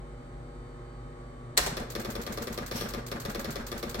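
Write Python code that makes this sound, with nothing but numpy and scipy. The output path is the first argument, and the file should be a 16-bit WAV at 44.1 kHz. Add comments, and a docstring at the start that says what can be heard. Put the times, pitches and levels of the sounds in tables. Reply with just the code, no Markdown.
"""Electronic typewriter on a kitchen counter

The machine hums, clunks into action and prints about eight letters a second. The ribbon advances
with a double rasp, the hammer strikes type and roller, the type wheel whirs, and a stepper motor
moves the carriage to its next stop. Blows are decaying noise and resonant modes; rasps are runs of
tiny contacts. The small hard room adds a short tail."""
import sys
import numpy as np
from scipy import signal
from scipy.fft import rfft, irfft
from scipy.io import wavfile
from scipy.ndimage import uniform_filter1d

SR = 44100
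rng = np.random.default_rng(int(sys.argv[2]) if len(sys.argv) > 2 else 0)


def bounce(signal):
    """Save signal as a 16-bit WAV file at the path given by the first command-line argument."""
    frames = np.transpose(np.atleast_2d(signal))
    limited = np.clip(frames, -1, 1)
    pcm = np.round(limited * 32767).astype(np.int16)
    wavfile.write(sys.argv[1], SR, pcm)


N = 176400

# Each row: strike in seconds, then hammer, carriage motor and carriage stop levels in relative dB.
LETTERS = [(1.7686, -35.5, -37, -43), (1.952, -36, -33, -38.5), (2.048, -38.5, -33, -40.5),
           (2.153, -38.5, -34, -40), (2.2655, -38, -34, -42), (2.3741, -37.5, -35, -39.5),
           (2.4715, -38.5, -34.5, -49), (2.5763, -36.5, -36, -39.5), (2.7127, -36.5, -34, -44),
           (2.81, -36.5, -35, -38.5), (2.9371, -37.5, -34.5, -39.5), (3.1157, -36.5, -35.5, -38.5),
           (3.251, -37, -35, -37.5), (3.3477, -36.5, -35, -36), (3.445, -37.5, -33.5, -37.5),
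           (3.557, -37.5, -37, -38.5), (3.7167, -37.5, -37.5, -40.5), (3.8282, -36.5, -36, -46),
           (3.9446, -37, -35, -35.5)]
# Blows as the mechanism engages, then two dull carriage knocks just after the first letter.
# Each row: start in seconds, level in relative dB, dull knock in dB against the blow.
CLUNKS = [(1.5701, -32.5, -7), (1.5754, -18, -17.5), (1.5795, -22.5, -11), (1.6635, -31.5, 0.5),
          (1.671, -34.5, -1.5), (1.79, -54, 10), (1.799, -45.5, 5)]
# Stereo width. Each row: frequency in Hz, side against middle in dB.
WIDTH = [(50, -21.5), (130, -15.5), (250, -13.5), (440, -9), (700, 1.5), (1300, 0)]


def amp(db):
    return 10 ** (np.asarray(db) / 20)


def unit_rms(x):
    return x / np.sqrt(np.mean(x ** 2) + 1e-20)


def curve_at(points, hz):
    f, value = np.transpose(points)
    return np.interp(np.log(hz + 1), np.log(f), value)


def decay(t, t60_s):
    return np.exp(-np.log(1000) * t / t60_s)


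def add(mix, start_s, sound):
    part = mix[:, max(round(start_s * SR), 0):][:, :sound.shape[1]]
    part += sound[:, :part.shape[1]]


def blow(x):
    """Scales a middle/side pair to the energy of 10 ms at level 1."""
    return x / np.sqrt(np.sum(x ** 2) / 2 / (SR / 100) + 1e-20)


def colour(x, spectrum, size=16384, smooth_bins=25):
    """Minimum-phase shaping of a middle/side pair. Each spectrum row: frequency in Hz, level in dB."""
    z, hz = rfft(x, size), np.fft.rfftfreq(size, 1 / SR)
    power = abs(uniform_filter1d(abs(z) ** 2, 2 * smooth_bins + 1))
    gain = amp(curve_at(spectrum, hz)) / np.sqrt(power + 1e-12)
    gain[1] *= amp(curve_at(WIDTH, hz))
    cepstrum = irfft(np.log(gain))
    cepstrum[:, 1:size // 2] *= 2
    cepstrum[:, size // 2 + 1:] = 0
    return irfft(z * np.exp(rfft(cepstrum)))


def decaying_noise(t60_curve, size):
    """Dense ring, each band dying at its own rate."""
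    hz, t, z = signal.stft(rng.standard_normal((2, size)), SR, nperseg=128)
    z = z * decay(t, curve_at(t60_curve, hz)[:, None])
    return signal.istft(z, SR, nperseg=128)[1][:, :size]


def ring(spectrum, t60_scale=1, crack=0, size=8192):
    """One blow on a part: a dense ring with an optional opening crack."""
    # Damping of the parts. Each row: frequency in Hz, base T60 in seconds.
    body_t60 = [(200, 0.11), (600, 0.1), (1800, 0.099), (4500, 0.08), (12000, 0.041)]
    t = np.arange(size) / SR
    noise = decaying_noise([(hz, t60_s * t60_scale) for hz, t60_s in body_t60], size)
    return blow(colour(noise * (1 + crack * np.exp(-t / .0003)), spectrum))


def modes(table, size=16384):
    """Clear resonances of a part. Each row: frequency in Hz, relative dB, T60 in seconds."""
    out, t = np.zeros((2, size)), np.arange(size) / SR
    for hz, db, t60_s in table:
        gain = amp(db) * amp([[0], [curve_at(WIDTH, hz)]])
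        envelope = np.minimum(2 * hz * t, 1) * decay(t, t60_s)
        out += gain * envelope * np.sin(2 * np.pi * (hz * t + rng.random((2, 1))))
    return blow(out)


def chatter(envelope, spread_db):
    """Tiny uneven contacts: noise whose level jumps every 16 samples."""
    size = len(envelope)
    noise = rng.standard_normal((2, size))
    grit_db = spread_db * rng.standard_normal(size // 16 + 1).repeat(16)[:size]
    return envelope * noise * amp(grit_db)


def hum():
    """Transformer and motor lines and thin whines waver over a soft hiss; one line swells."""
    # Hum and whine lines. Each row: frequency in Hz, level in dB.
    lines = [(48.6, -49), (120, -52.5), (124.5, -58), (148.2, -55.5), (240, -58), (254, -58.5),
             (360, -57.5), (480, -60), (569.1, -64.5), (600, -66), (808.8, -66), (1080, -69.5),
             (1259, -66.5), (3058, -80.5), (3661, -83), (4560, -79.5), (10977, -89)]
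    # Room and machine hiss. Each row: frequency in Hz, density in relative dB.
    hiss_spectrum = [(22, -21), (42, 1.5), (78, -10.5), (125, -3.5), (195, -16), (260, -12.5), (390, -11.5),
                     (520, -17), (950, -22.5), (1250, -23.5), (1700, -27), (2200, -29), (2650, -40),
                     (4200, -38.5), (4600, -47.5), (5200, -45), (7200, -44.5), (8150, -38), (9200, -48),
                     (10000, -73), (12000, -59), (16000, -61)]
    t, bins_hz = np.arange(N) / SR, np.fft.rfftfreq(N, 1 / SR)
    swell_hz, swell_db = 1141, np.interp(t, [0, .9, 1.4, 1.7], [-75, -71, -61, -65])
    noise = rfft(rng.standard_normal((2, N)))
    noise[1] *= amp(curve_at(WIDTH, bins_hz))
    out = amp(-51.5) * unit_rms(irfft(noise * amp(curve_at(hiss_spectrum, bins_hz)), N))
    for hz, db in lines + [(swell_hz, swell_db)]:
        knots = rng.standard_normal((2, 40)) + 1j * rng.standard_normal((2, 40))
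        waver = 1 + .21 * signal.resample(knots, N, axis=1)
        tone = waver * np.exp(2j * np.pi * (hz * t + rng.random()))
        spread = np.array([[1], [1j * amp(curve_at(WIDTH, hz))]])
        out += np.sqrt(2) * amp(db) * (spread * tone).real
    return out


def kitchen(x):
    """Hard walls return a short diffuse tail, narrow in the bass."""
    # Room decay. Each row: frequency in Hz, T60 in seconds.
    room_t60 = [(100, 1), (500, 1), (2000, 0.69), (6000, 0.52), (15000, 0.21)]
    size, build_s = 16384, .0045
    tail = decaying_noise(room_t60, size) * np.minimum(np.arange(size) / SR / build_s, 1)
    tail = colour(tail, [(250, -9), (500, -2.5), (1500, -1), (5000, -5), (15000, -4.5)])
    return signal.fftconvolve(x[:1], tail / np.linalg.norm(tail[0]), axes=1)[:, :N]


def slides():
    """Sliding parts: a rattle that swells and fades."""
    # Each row: start, rise and fall in seconds, level in dB.
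    moves = [(1.585, 0.012, .14, -36), (2.715, 0.055, 0.13, -37)]
    # Rattle colour. Each row: frequency in Hz, density in relative dB.
    spectrum = [(150, 10), (500, -5), (1500, -3), (3000, -5), (4400, -3.5), (5000, -5), (5600, 3.0),
                (6600, -15), (8500, -8.5), (10200, -15), (12500, -8.0), (15500, -17)]
    out = np.zeros((2, N))
    for start_s, rise_s, fall_s, db in moves:
        t = np.arange(0, rise_s + fall_s, 1 / SR)
        envelope = np.interp(t, [0, rise_s, rise_s + fall_s], [0, 1, 0])
        rattle = colour(chatter(envelope, spread_db=.5), spectrum)
        add(out, start_s, amp(db) * rattle * np.sqrt(np.sum(envelope ** 2) / np.sum(rattle ** 2)))
    return out


def case_ring():
    """Only hard blows make the case ring."""
    # Case resonances. Each row: frequency in Hz, relative dB, T60 in seconds.
    case_modes = [(418, -11.5, 0.069), (1580, -23, .06), (1865, 0, 0.072), (4050, -0.5, 0.055),
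                  (4360, 1.5, 0.023), (7070, -24, 0.099), (7360, -15, 0.073), (7770, -4, .06)]
    out, threshold_db = np.zeros((2, N)), -28
    for start_s, db, _ in CLUNKS:
        if db > threshold_db:
            add(out, start_s, amp(db - 6.5) * modes(case_modes))
    return out


def clunk():
    """The mechanism snaps in, hits its stops and rocks the case; the carriage then knocks twice."""
    # Colours of the case and the dull knock. Each row: frequency in Hz, density in relative dB.
    case_spectrum = [(150, -11), (300, -38), (420, -3.5), (750, -6), (1400, -5.5), (1880, -1), (2700, -6.5),
                     (3600, -5.5), (4150, -2), (5200, -8), (6700, -6.5), (7700, -3), (9500, -11),
                     (15500, -16)]
    knock_spectrum = [(150, -16), (420, 5), (650, 0), (950, -1.5), (1500, -17), (6000, -35)]
    # Low case thuds. Each row: start in seconds, relative dB, pitch in Hz, T60 in seconds.
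    thuds = [(1.607, -26.5, 44, .15), (1.692, -33, 160, .1), (1.719, -27, 170, .07), (1.727, -26, 235, .06)]
    out, t = np.zeros((2, N)), np.arange(SR // 2) / SR
    for start_s, db, knock_db in CLUNKS:
        snap = ring(case_spectrum, t60_scale=.82, crack=.24)
        add(out, start_s, amp(db) * (snap + amp(knock_db) * ring(knock_spectrum)))
    for start_s, db, hz, t60_s in thuds:
        thud = (1 - np.exp(-t / .00068)) * decay(t, t60_s) * np.sin(2 * np.pi * hz * t)
        add(out[:1], start_s, amp(db) * thud[None])  # middle only
    return out


def type_wheel():
    """The wheel whirs round to the next letter."""
    # Whir colour. Each row: frequency in Hz, density in relative dB.
    spectrum = [(100, 7.5), (500, 4.5), (850, 1), (1300, -5), (2200, -10.5), (3000, -13.5), (4500, -18.5),
                (8000, -19.5), (10200, -27), (13000, -24), (16000, -25)]
    delay_s, spin_s = .013, .062
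    out, t = np.zeros((2, N)), np.arange(0, spin_s, 1 / SR)
    envelope = abs(np.sin(np.pi * t / spin_s)) ** .44
    for strike_s, *_ in LETTERS:
        whir = blow(colour(chatter(envelope, spread_db=2), spectrum))
        add(out, strike_s + delay_s, amp(-37) * whir)
    return out


def carriage():
    """A stepper motor hums up in pitch; the carriage rocks the case, knocks to a stop and settles."""
    # Colours of the stop and the motor. Each row: frequency in Hz, density in relative dB.
    stop_spectrum = [(120, -2), (300, -2), (560, -2), (950, -22), (1200, -6.5), (1350, -9), (1530, -3),
                     (1800, -10), (2800, -22), (6000, -28), (15000, -58.5)]
    motor_spectrum = [(30, 0), (70, 8), (230, 3), (560, -1.5), (800, -35), (2000, -15), (6000, -51)]
    sway_at_s, motor_at_s, stop_at_s, settle_at_s = .0177, .030, .044, .053
    run_s, step_hz, sway_hz, jitter_s = .028, 225, 74.2, .002
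    out, t = np.zeros((2, N)), np.arange(0, run_s, 1 / SR)
    swell = abs(np.sin(np.pi * t / run_s)) ** .5
    glide = 1 + .18 * (t / run_s - .5)
    stop, frame = ring(stop_spectrum), ring(motor_spectrum, t60_scale=.57)
    for strike_s, _, motor_db, stop_db in LETTERS:
        cycles = np.cumsum(step_hz * (1 + .02 * rng.standard_normal()) * glide) / SR
        kicks = np.diff(np.floor(cycles), prepend=0) * swell * rng.standard_normal(len(t))
        steps = blow(signal.fftconvolve(frame, kicks[None]))
        tone = np.sin(2 * np.pi * cycles) + amp(-13) * np.sin(2 * np.pi * (2 * cycles + rng.random()))
        add(out, strike_s + motor_at_s, amp(motor_db - 5) * steps)
        add(out, strike_s + motor_at_s, amp(motor_db + 1.8) * blow(amp([[0], [-15]]) * swell * tone))
        add(out, strike_s + sway_at_s, amp(motor_db - 6) * modes([(sway_hz, 0, .25)]))
        add(out, strike_s + rng.normal(stop_at_s, jitter_s), amp(stop_db) * stop)
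        settle_s = strike_s + rng.normal(settle_at_s, jitter_s)
        add(out, settle_s, amp(stop_db - 3) * ring(stop_spectrum, t60_scale=.5))
    return out


def ribbon():
    """Ahead of each letter but the first, the feed rasps forward and springs back in tiny ticks."""
    # Forward and return strokes. Each row: delay, rise, hold and fall in seconds, relative dB.
    strokes = [(0, 0.0009, 0.0078, 0.0066, -39), (.015, .003, 0.0084, 0.0068, -43)]
    # Their colours. Each row: frequency in Hz, density in relative dB.
    forward_spectrum = [(150, -20), (700, -13), (1500, -1.5), (3000, -8), (4500, -1), (5400, -4), (6600, 0),
                        (8700, -5), (10200, -14), (12500, -2), (15500, -7)]
    return_spectrum = [(1000, 0), (3000, 0), (4500, 3.5), (6000, -5), (8500, 1.5), (10200, -9), (12500, 1),
                       (15500, -2)]
    lead_s, next_letter_s = .0515, 4.046
    out, t = np.zeros((2, N)), np.arange(SR // 10) / SR
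    for strike_s in [row[0] for row in LETTERS[1:]] + [next_letter_s]:
        for stroke, spectrum in zip(strokes, (forward_spectrum, return_spectrum)):
            delay_s, rise_s, hold_s, fall_s, db = stroke
            envelope = np.minimum(t / rise_s, 1) * np.exp(-np.maximum(t - hold_s, 0) / fall_s)
            ticks = blow(colour(chatter(envelope, spread_db=4), spectrum, smooth_bins=60))
            add(out, strike_s - lead_s + delay_s, amp(db + rng.standard_normal()) * ticks)
    return out


def hammer():
    """The hammer slaps a type petal, the roller knocks, the hammer rebounds with a knock and rattle."""
    # Colours of hammer and roller. Each row: frequency in Hz, density in relative dB.
    hammer_spectrum = [(200, 10), (1200, -30), (2200, 2), (2800, -4.5), (3600, 4.5), (4400, -7), (5000, 0),
                       (5600, -1.5), (7000, -11.5), (8500, -13), (10200, -16.5), (12200, -1.5),
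                       (15500, -25)]
    roller_spectrum = [(150, -8.5), (260, 0.5), (380, 0.5), (560, 2), (800, -16.5), (1200, -11),
                       (1700, -8.5), (2300, -11.5), (3000, -24), (5500, -22.5), (15000, -34)]
    # Petal and roller resonances. Each row: frequency in Hz, relative dB, T60 in seconds.
    petal_modes = [(3460, -6, 0.035), (4364, 3, 0.016), (5365, -5, 0.038)]
    roller_modes = [(351.4, 1.5, 0.041), (560, -2, 0.039), (1195, -12, 0.09)]
    knock_at_s, rebound_at_s, rattle_s, detune = .001697, .0098, .0036, .0055
    out, t = np.zeros((2, N)), np.arange(SR // 20) / SR
    slap = ring(hammer_spectrum, t60_scale=.98, crack=.1)
    tip_spectrum = [(2500, -25), (4000, 7), (7000, -9), (10000, -4), (12500, -8), (16000, -9)]
    tip = ring(tip_spectrum, t60_scale=.55)
    knock = ring(roller_spectrum, t60_scale=.63) + modes(roller_modes)
    rattle_envelope = np.exp(-((t - rebound_at_s) / rattle_s) ** 2)
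    for strike_s, db, *_ in LETTERS:
        # Each letter rings a little differently.
        petal = modes([(hz * rng.normal(1, detune), level, t60_s) for hz, level, t60_s in petal_modes])
        rattle = blow(colour(chatter(rattle_envelope, spread_db=4.5), hammer_spectrum))
        strike = slap + petal + amp(-2) * tip + amp(-3) * ring(hammer_spectrum) + amp(-2.5) * rattle
        add(out, strike_s, amp(db - 5) * strike)
        add(out, strike_s + knock_at_s, amp(db - 1) * (knock + amp(-3.5) * ring(roller_spectrum)))
        rebound = knock + amp(-13.5) * petal
        add(out, strike_s + rebound_at_s * rng.normal(1, .07), amp(db - 1.5) * rebound)
    return out


def scene():
    """Machine, room tail and hum, mixed as middle/side and returned as left/right."""
    machine = amp(-3.5) * (clunk() + ribbon() + hammer() + carriage() + type_wheel()) + slides()
    middle, side = machine + case_ring() + amp(-6.5) * kitchen(machine) + hum()
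    return np.array([middle + side, middle - side])


def record(dry):
    """Steep low-pass on the top treble."""
    cutoff_hz = 16150
    lowpass = signal.firwin(301, cutoff_hz, window=("kaiser", 9), fs=SR)
    return signal.oaconvolve(dry, lowpass[None], "same")


dry = scene()
out = record(dry)
bounce(out)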